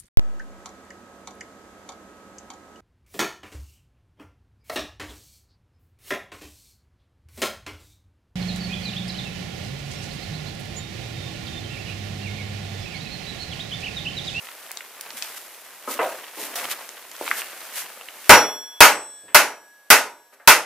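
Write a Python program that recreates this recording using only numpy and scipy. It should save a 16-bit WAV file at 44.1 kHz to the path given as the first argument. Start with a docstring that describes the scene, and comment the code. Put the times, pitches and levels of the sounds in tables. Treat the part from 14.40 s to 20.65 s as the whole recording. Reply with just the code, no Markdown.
"""In a garage, someone walks about in rustling work clothes, camera in hand, grit ticking under the shoes.
Then a hammer hits a steel plate on a metal workbench five times: the bench crashes, tools chatter, steel rings.
Rubbing and crashes are shaped noise, footfalls and ticks are short noise bursts, ringing is fading sines.
A steady hiss lies beneath. The blows overload the microphone, and its gain control steps down with each one."""
import sys
import numpy as np
from scipy import signal
from scipy.fft import rfft, irfft
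from scipy.io import wavfile
from scipy.ndimage import uniform_filter1d

SR = 44100
rng = np.random.default_rng(int(sys.argv[2]) if len(sys.argv) > 2 else 0)


def waveform_to_disk(signal):
    """Save audio, clipped to [-1, 1], as 16-bit WAV at the path in sys.argv[1]."""
    frames = np.transpose(np.atleast_2d(signal))
    scaled = np.clip(frames, -1, 1) * 32767
    samples = np.round(scaled).astype(np.int16)
    wavfile.write(sys.argv[1], SR, samples)


N = 275625

# The hammer blows. Each row: start in seconds, force in dB, treble tilt in dB per octave,
# tool chatter in dB, steel ring in dB, then extra dB for each of the first five steel tones,
# which depends on where the hammer lands.
BLOW_TABLE = [(3.8937, 5, -1.95, -11.5, -32.5, -14, 3, -22, 25.2, -13.5),
              (4.4054, 4.96, -0.13, -3.5, -45.5, 0.5, 3.5, 6, 25.7, 17.5),
              (4.9462, 2.8, 0.56, -22.5, -42, 3, -17.5, -19, 17.4, -2),
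              (5.5028, 5.6, 0.85, -13, -36.5, -10.5, -24.5, -8.5, 11, -7.5),
              (6.0751, 9.6, 1, -23.5, -48, -5, -5, -16, 13, -2)]
# How alike the left and right microphones hear. Each row: pitch in Hz, left-right correlation from 0 to 1.
LEFT_RIGHT_LIKENESS = [(60, 0.45), (200, 1), (600, 0.97), (1300, 0.94), (2400, 0.85), (4400, 0.39),
                       (8000, 0.13), (15000, 0.15)]
EDGE_HZ = 15800  # nothing much is heard above this


def amp(db):
    """Turns decibels into a plain multiplier."""
    return 10 ** (np.asarray(db) / 20)


def unit(x):
    """Scales to an rms (average strength) of 1."""
    return x / np.sqrt(np.mean(x ** 2) + 1e-20)


def read(points, hz):
    """Reads between the rows of a table, with pitch on a logarithmic axis."""
    f, value = np.transpose(points)
    return np.interp(np.log(hz + 1), np.log(f + 1), value)


def flat(hz):
    """The spectrum of plain white noise: 0 dB at every pitch."""
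    return 0 * hz


def fade(t, t60):
    """A natural decay, which drops by 60 dB in t60 seconds."""
    return np.exp(-np.log(1000) * t / t60)


def add(mix, s, sound):
    """Mixes a stereo sound in at s seconds."""
    part = mix[:, round(s * SR):][:, :sound.shape[1]]
    part += sound[:, :part.shape[1]]


def noise(size, colour):
    """Stereo noise with the dB spectrum colour(hz); the two microphones agree most in the low mids."""
    hz = np.fft.rfftfreq(size, 1 / SR)
    mid, side = rfft(rng.standard_normal((2, size)))
    same = read(LEFT_RIGHT_LIKENESS, hz)
    # shared noise goes equally to both sides, the rest with opposite signs
    mid = mid * np.sqrt(1 + same)
    side = side * np.sqrt(1 - same)
    spectrum = np.array([mid + side, mid - side]) * amp(colour(hz))
    return unit(irfft(spectrum, size))


def die_away(x):
    """Lets each band of pitch decay at the pace of the bench and garage."""
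    # Each row: pitch in Hz, time to fall by 60 dB in seconds.
    decay_times = [(100, 0.33), (400, 0.46), (900, 0.37), (2000, 0.3), (5000, 0.27), (9000, .29),
                   (15000, 0.19)]
    hz, t, z = signal.stft(x, SR, nperseg=256)
    z = z * fade(t, read(decay_times, hz)[:, None])
    return signal.istft(z, SR, nperseg=256)[1][:, :x.shape[1]]


def hiss(level_db=-51):
    """The steady background: noise of a fixed colour that never changes in level."""
    # Each row: pitch in Hz, strength in dB per Hz.
    hiss_colour = [(30, -18.5), (120, -19), (300, -5.5), (650, 2), (1700, -4.5), (4500, -8.5), (8000, -10),
                   (13000, -4.5), (15200, -12.5), (16000, -37)]
    return amp(level_db) * noise(N, lambda hz: read(hiss_colour, hz))


def stride(t, rise_s=0.077, fall_s=0.19):
    """The effort of one stride around its peak at t = 0: a quick swell, a slower release."""
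    return np.exp(np.minimum(t / rise_s, -t / fall_s))


def friction(spectrum, grain_db, grain_hz):
    """Rubbing: noise of rms 1 that comes in uneven little catches, grain_hz random levels a second."""
    catches = np.interp(np.arange(N) / SR * grain_hz, np.arange(N), rng.standard_normal(N))
    rub = noise(N, flat) * amp(grain_db * catches)
    colour = amp(read(spectrum, np.fft.rfftfreq(N, 1 / SR)))
    return unit(irfft(rfft(rub) * colour, N))


def crunch(grains_per_s=63, grain_s=.002, low_hz=900, high_hz=3600):
    """Fine grit crushed under the soles: brief noise grains at random moments, of rms 1."""
    chance, size = rng.random((2, N))
    hits = size * (chance < grains_per_s / SR)
    # every hit fades away over a few milliseconds
    grains = signal.lfilter([1], [1, -np.exp(-1 / (grain_s * SR))], hits)
    band = signal.butter(2, [low_hz, high_hz], "band", fs=SR, output="sos")
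    return unit(signal.sosfilt(band, grains * noise(N, flat)))


def tap(db, low_hz, high_hz, t60, room_db):
    """A short dead impact: a noise burst in one band, followed by the garage's echo."""
    size = SR // 2
    t = np.arange(size) / SR
    band = signal.butter(4, [low_hz, min(high_hz, EDGE_HZ)], "band", fs=SR, output="sos")
    burst = signal.sosfilt(band, noise(size, flat) * fade(t, t60))
    # make up for what a narrow band takes away
    burst = amp(db) * burst * np.sqrt(SR / 2 / (high_hz - low_hz))
    room = die_away(noise(size, flat))
    echo = signal.fftconvolve(burst[:1], room / np.linalg.norm(room[0]), axes=1)[:, :size]
    return burst + amp(room_db) * echo


def impacts():
    """Feet land and things bump with a dull echo; ticks are close, brief and nearly dry."""
    # Footfalls and bumps. Each row: start in seconds, level in dB, lowest Hz, highest Hz,
    # time to fall by 60 dB in seconds.
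    footfalls = [(.733, -49.5, 121, 300, 0.072), (1.475, -26, 270, 1310, 0.12),
                 (1.591, -17.5, 288, 2000, .1), (1.612, -22.5, 500, 950, .15), (1.97, -39.5, 240, 980, 0.7),
                 (2.156, -25.5, 497, 14800, .11), (2.228, -44, 100, 700, 0.11),
                 (4.834, -47.5, 106, 600, .2), (4.881, -39, 302, 2600, 0.2), (5.923, -41, 303, 2170, 0.13),
                 (5.998, -37.5, 486, 2070, .13)]
    # Grit underfoot and the hand on the camera. Each row: start in seconds, level in dB, lowest Hz, highest Hz.
    sharp_ticks = [(.07, -30.5, 900, 3500), (.088, -28, 900, 3200), (.309, -27, 700, 3020),
                   (.3158, -23.5, 4000, 16000), (0.3721, -22.5, 3500, 8400), (.407, -27, 1100, 2870),
                   (0.6103, -21.5, 1890, 16000), (0.705, -26.5, 1860, 5900), (0.772, -28, 1200, 13000),
                   (0.8237, -15, 1590, 6860), (2.491, -26, 300, 9100), (2.715, -30.5, 1500, 12400),
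                   (2.765, -31.5, 1000, 9000), (2.811, -22.5, 270, 980), (2.878, -18, 790, 3330),
                   (2.913, -6, 836, 2470), (3.018, -20, 715, 2960), (3.574, -31, 202, 1000),
                   (3.611, -28.5, 400, 3060), (3.686, -27, 1755, 3700), (4.631, -38, 4560, 11400)]
    out = np.zeros((2, N))
    for s, db, low_hz, high_hz, t60 in footfalls:
        add(out, s, tap(db, low_hz, high_hz, t60, room_db=-0.5))
    for s, db, low_hz, high_hz in sharp_ticks:
        add(out, s, tap(db, low_hz, high_hz, t60=0.01, room_db=-8.5))
    return out


def walker(settle_s=0.29, sway_cloth_db=-47.5, sway_soles_db=-52.5, crunch_level_db=-6):
    """Each stride rubs cloth and scuffs soles; the rustle between strides dies down after the first blow."""
    # Strides and shuffling steps. Each row: peak in seconds, swish of cloth in dB, scuff of soles in dB.
    steps = [(.03, -44.5, -48.5), (.25, -49, -48), (.68, -46, -45), (.84, -37, -44.5), (1.64, -37.5, -36),
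             (2.199, -34, -35), (2.882, -33, -35.5), (3.22, -41.5, -44), (3.4, -41.5, -43.5),
             (3.88, -39, -44)]
    # Brisk swishes of a sleeve. Each row: peak in seconds, level in dB, half length in seconds.
    sleeve_swishes = [(0.781, -34, 0.014), (0.975, -37, .014), (1.522, -31, 0.043), (2.034, -32.5, 0.066),
                      (2.315, -25.5, 0.016), (2.987, -29, 0.03), (3.386, -29, 0.046), (5.94, -44, 0.012)]
    # The colour of rubbing cloth. Each row: pitch in Hz, strength in dB per Hz.
    cloth_colour = [(100, -44.5), (500, -14.5), (2000, 1.5), (4000, -2), (7000, -1.5), (12500, 0.5),
                    (15000, -2), (16000, -32.5)]
    # The colour of scuffing soles. Each row: pitch in Hz, strength in dB per Hz.
    sole_colour = [(40, -42.5), (120, -23), (280, -8), (600, 0), (1600, -0.5), (2600, -5), (4000, -12.5),
                   (9000, -24)]
    t = np.arange(N) / SR
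    moving = np.exp(-(np.maximum(t - BLOW_TABLE[0][0], 0) / settle_s) ** 2)
    swish = amp(sway_cloth_db) * moving
    scuff = amp(sway_soles_db) * moving
    # overlapping movements add up by their power
    for s, cloth_db, soles_db in steps:
        swish = np.hypot(swish, amp(cloth_db) * stride(t - s))
        scuff = np.hypot(scuff, amp(soles_db) * stride(t - s))
    for s, db, half_s in sleeve_swishes:
        swish = np.hypot(swish, amp(db) * np.exp(-((t - s) / half_s) ** 2))
    cloth = swish * friction(cloth_colour, grain_db=2.5, grain_hz=1074)
    grit = amp(crunch_level_db) * crunch()
    soles = scuff * (friction(sole_colour, grain_db=3.5, grain_hz=161.0) + grit)
    return cloth + soles + impacts()


def bench_db(hz):
    """The spectrum of the struck bench: its strongest resonances rise out of a dense crash."""
    # The crash of bench and garage. Each row: pitch in Hz, strength in dB per Hz.
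    crash_colour = [(30, -43), (100, -25), (180, -22), (400, -12), (800, -4), (1500, 0), (2500, -1.5),
                    (3500, -10.5), (5500, -7.5), (8000, -13.5), (13000, -9.5), (16000, -22.5)]
    # Resonances of the bench top. Each row: pitch in Hz, width in Hz, level in dB against the crash.
    bench_tones = [(212, 30, 2), (293, 39, 6), (435, 40, 5.5), (594.5, 15, 8), (664, 18, 2.5),
                   (768, 19, -0.5), (840, 18, 8), (890, 14, 5.5), (944, 54, 4.5), (1247, 16, 4.5),
                   (1337, 51, -1.5), (1515, 43, -3), (1460, 22, 4.5), (1870, 20, -0.5), (2036, 24, 4.5),
                   (2670, 84, -1), (6510, 15, 9.5)]
    centre, width, db = np.transpose(bench_tones)[:, :, None]
    peaks = amp(db) ** 2 / (1 + (2 * (hz - centre) / width) ** 2)
    return read(crash_colour, hz) + 10 * np.log10(1 + peaks.sum(0))


def chatter(t, per_s=260, settle_s=0.068):
    """Loose tools jump and land on the bench: a short shower of small impacts, of energy 1."""
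    chance, size = rng.random(len(t)), rng.standard_normal(len(t))
    strength = np.sign(size) * (1 + abs(size))
    taps = (chance < per_s / SR) * strength * np.exp(-(t / settle_s) ** 2)
    return taps / (np.linalg.norm(taps) + 1e-9)


def ring(modes, t, extra_db=0):
    """Decaying sines, one per mode; their phase differs more where the microphones agree less."""
    hz, db, t60 = np.transpose(modes)[:, :, None]
    phase, spread = rng.uniform(-np.pi, np.pi, (2, len(modes), 1))
    apart = np.sign(spread) * np.arccos(read(LEFT_RIGHT_LIKENESS, hz)) / 2
    level = amp(db + extra_db) * fade(t, t60)
    angle = 2 * np.pi * hz * t + phase
    return np.array([(level * np.sin(angle + side * apart)).sum(0) for side in (-1, 1)])


def clinks(t, count=80, level_db=-28, spread_db=5, t60=0.32):
    """Many short high notes of spanners, pliers and drill bits; higher ones tend to die sooner."""
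    place, size, length = rng.random((count, 3)).T
    hz = 2000 + 12000 * place
    db = level_db + spread_db * (2 * size - 1)
    decay = t60 * (.7 + .5 * length) * (4000 / hz) ** .3
    return ring(np.transpose([hz, db, decay]), t)


def waver(t, count, depth_db=2, rate_hz=3.5):
    """Each tone swells and fades (dB) as the hand-held microphone moves through its standing waves."""
    phase, pace = rng.random((2, count, 1))
    return depth_db * np.sin(2 * np.pi * (rate_hz * (.5 + pace) * t + phase))


def hammer(likeness=0.64, crash_db=1, crack_db=6, crack_s=0.0011, tools_tilt_db=0.5, spread_s=0.00096):
    """Each blow: a contact crack, the crash of the bench, chattering tools and the ring of the steel."""
    # The ringing steel plate. Each row: pitch in Hz, level in dB, time to fall by 60 dB in seconds.
    steel_tones = [(1670, -3.5, 6.7), (3386, -1.5, 2.8), (3962, 1, 0.97), (5720, -5, 0.87),
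                   (8032, 3.5, 1.7), (950, 3.5, 1.1), (1491, -3, 1.1), (4250, -14, 1.2), (7467, -13, 1.9),
                   (10200, -14, 1.5), (11714, 0.5, 1.2)]
    out, t = np.zeros((2, N)), np.arange(SR) / SR
    bench = noise(SR, bench_db)
    next_blows = [row[0] for row in BLOW_TABLE[1:]] + [N / SR]
    # the treble tilt turns around 1500 Hz and stops growing below 200 Hz
    octaves = np.log2(np.maximum(np.fft.rfftfreq(SR, 1 / SR), 200) / 1500)
    for (s, force_db, tilt_db, chatter_db, ring_db, *spot_db), until in zip(BLOW_TABLE, next_blows):
        # the same bench answers every blow, a little differently at each spot
        body = likeness * bench + np.sqrt(1 - likeness ** 2) * noise(SR, bench_db)
        tilted = irfft(rfft(body) * amp(tilt_db * octaves), SR)
        crash = amp(crash_db) * die_away(tilted)
        crack = amp(crack_db) * noise(SR, flat) * np.exp(-t / crack_s)
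        # every little landing of a tool sets off a short copy of the bench sound
        landing = die_away(noise(SR, lambda hz: bench_db(hz) + tools_tilt_db * octaves)) * np.exp(-t / 0.044)
        tools = amp(chatter_db) * signal.fftconvolve(landing, chatter(t)[None], axes=1)[:, :SR]
        # the shock takes a moment to cross the bench
        shaken = (crash + tools + clinks(t)) * (1 - np.exp(-t / spread_s))
        add(out, s, amp(force_db) * (crack + shaken))
        # the steel rings until the hammer lands on it again
        extra_db = np.pad(spot_db, (0, len(steel_tones) - len(spot_db)))[:, None]
        steel = ring(steel_tones, t, extra_db + waver(t, len(steel_tones)))
        add(out, s, amp(ring_db) * steel * (t < until - s))
    return out


def scene():
    """Walker and hammer over a steady hiss."""
    return hiss() + walker() + hammer()


def record(dry, threshold_db=-12, fall_db_per_s=27, recover_db_per_s=0.5, ceiling=0.98):
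    """Gain control winds down while the sound is loud and creeps back; the converter clips; treble is cut off."""
    power = uniform_filter1d((dry ** 2).mean(0), size=400)
    power_db = 10 * np.log10(abs(power) + 1e-12)
    loud = .5 + .5 * np.tanh((power_db - threshold_db) / 2)  # 0 when quiet, 1 when loud
    wound = np.cumsum(fall_db_per_s * loud - recover_db_per_s) / SR
    cut_db = wound - np.minimum.accumulate(wound)  # the cut never goes below zero
    clipped = np.clip(dry * amp(-cut_db), -ceiling, ceiling)
    low_pass = signal.firwin(255, EDGE_HZ, window=("kaiser", 7), fs=SR)
    return signal.oaconvolve(clipped, low_pass[None], "same", axes=1)


dry = scene()
out = record(dry)
waveform_to_disk(out)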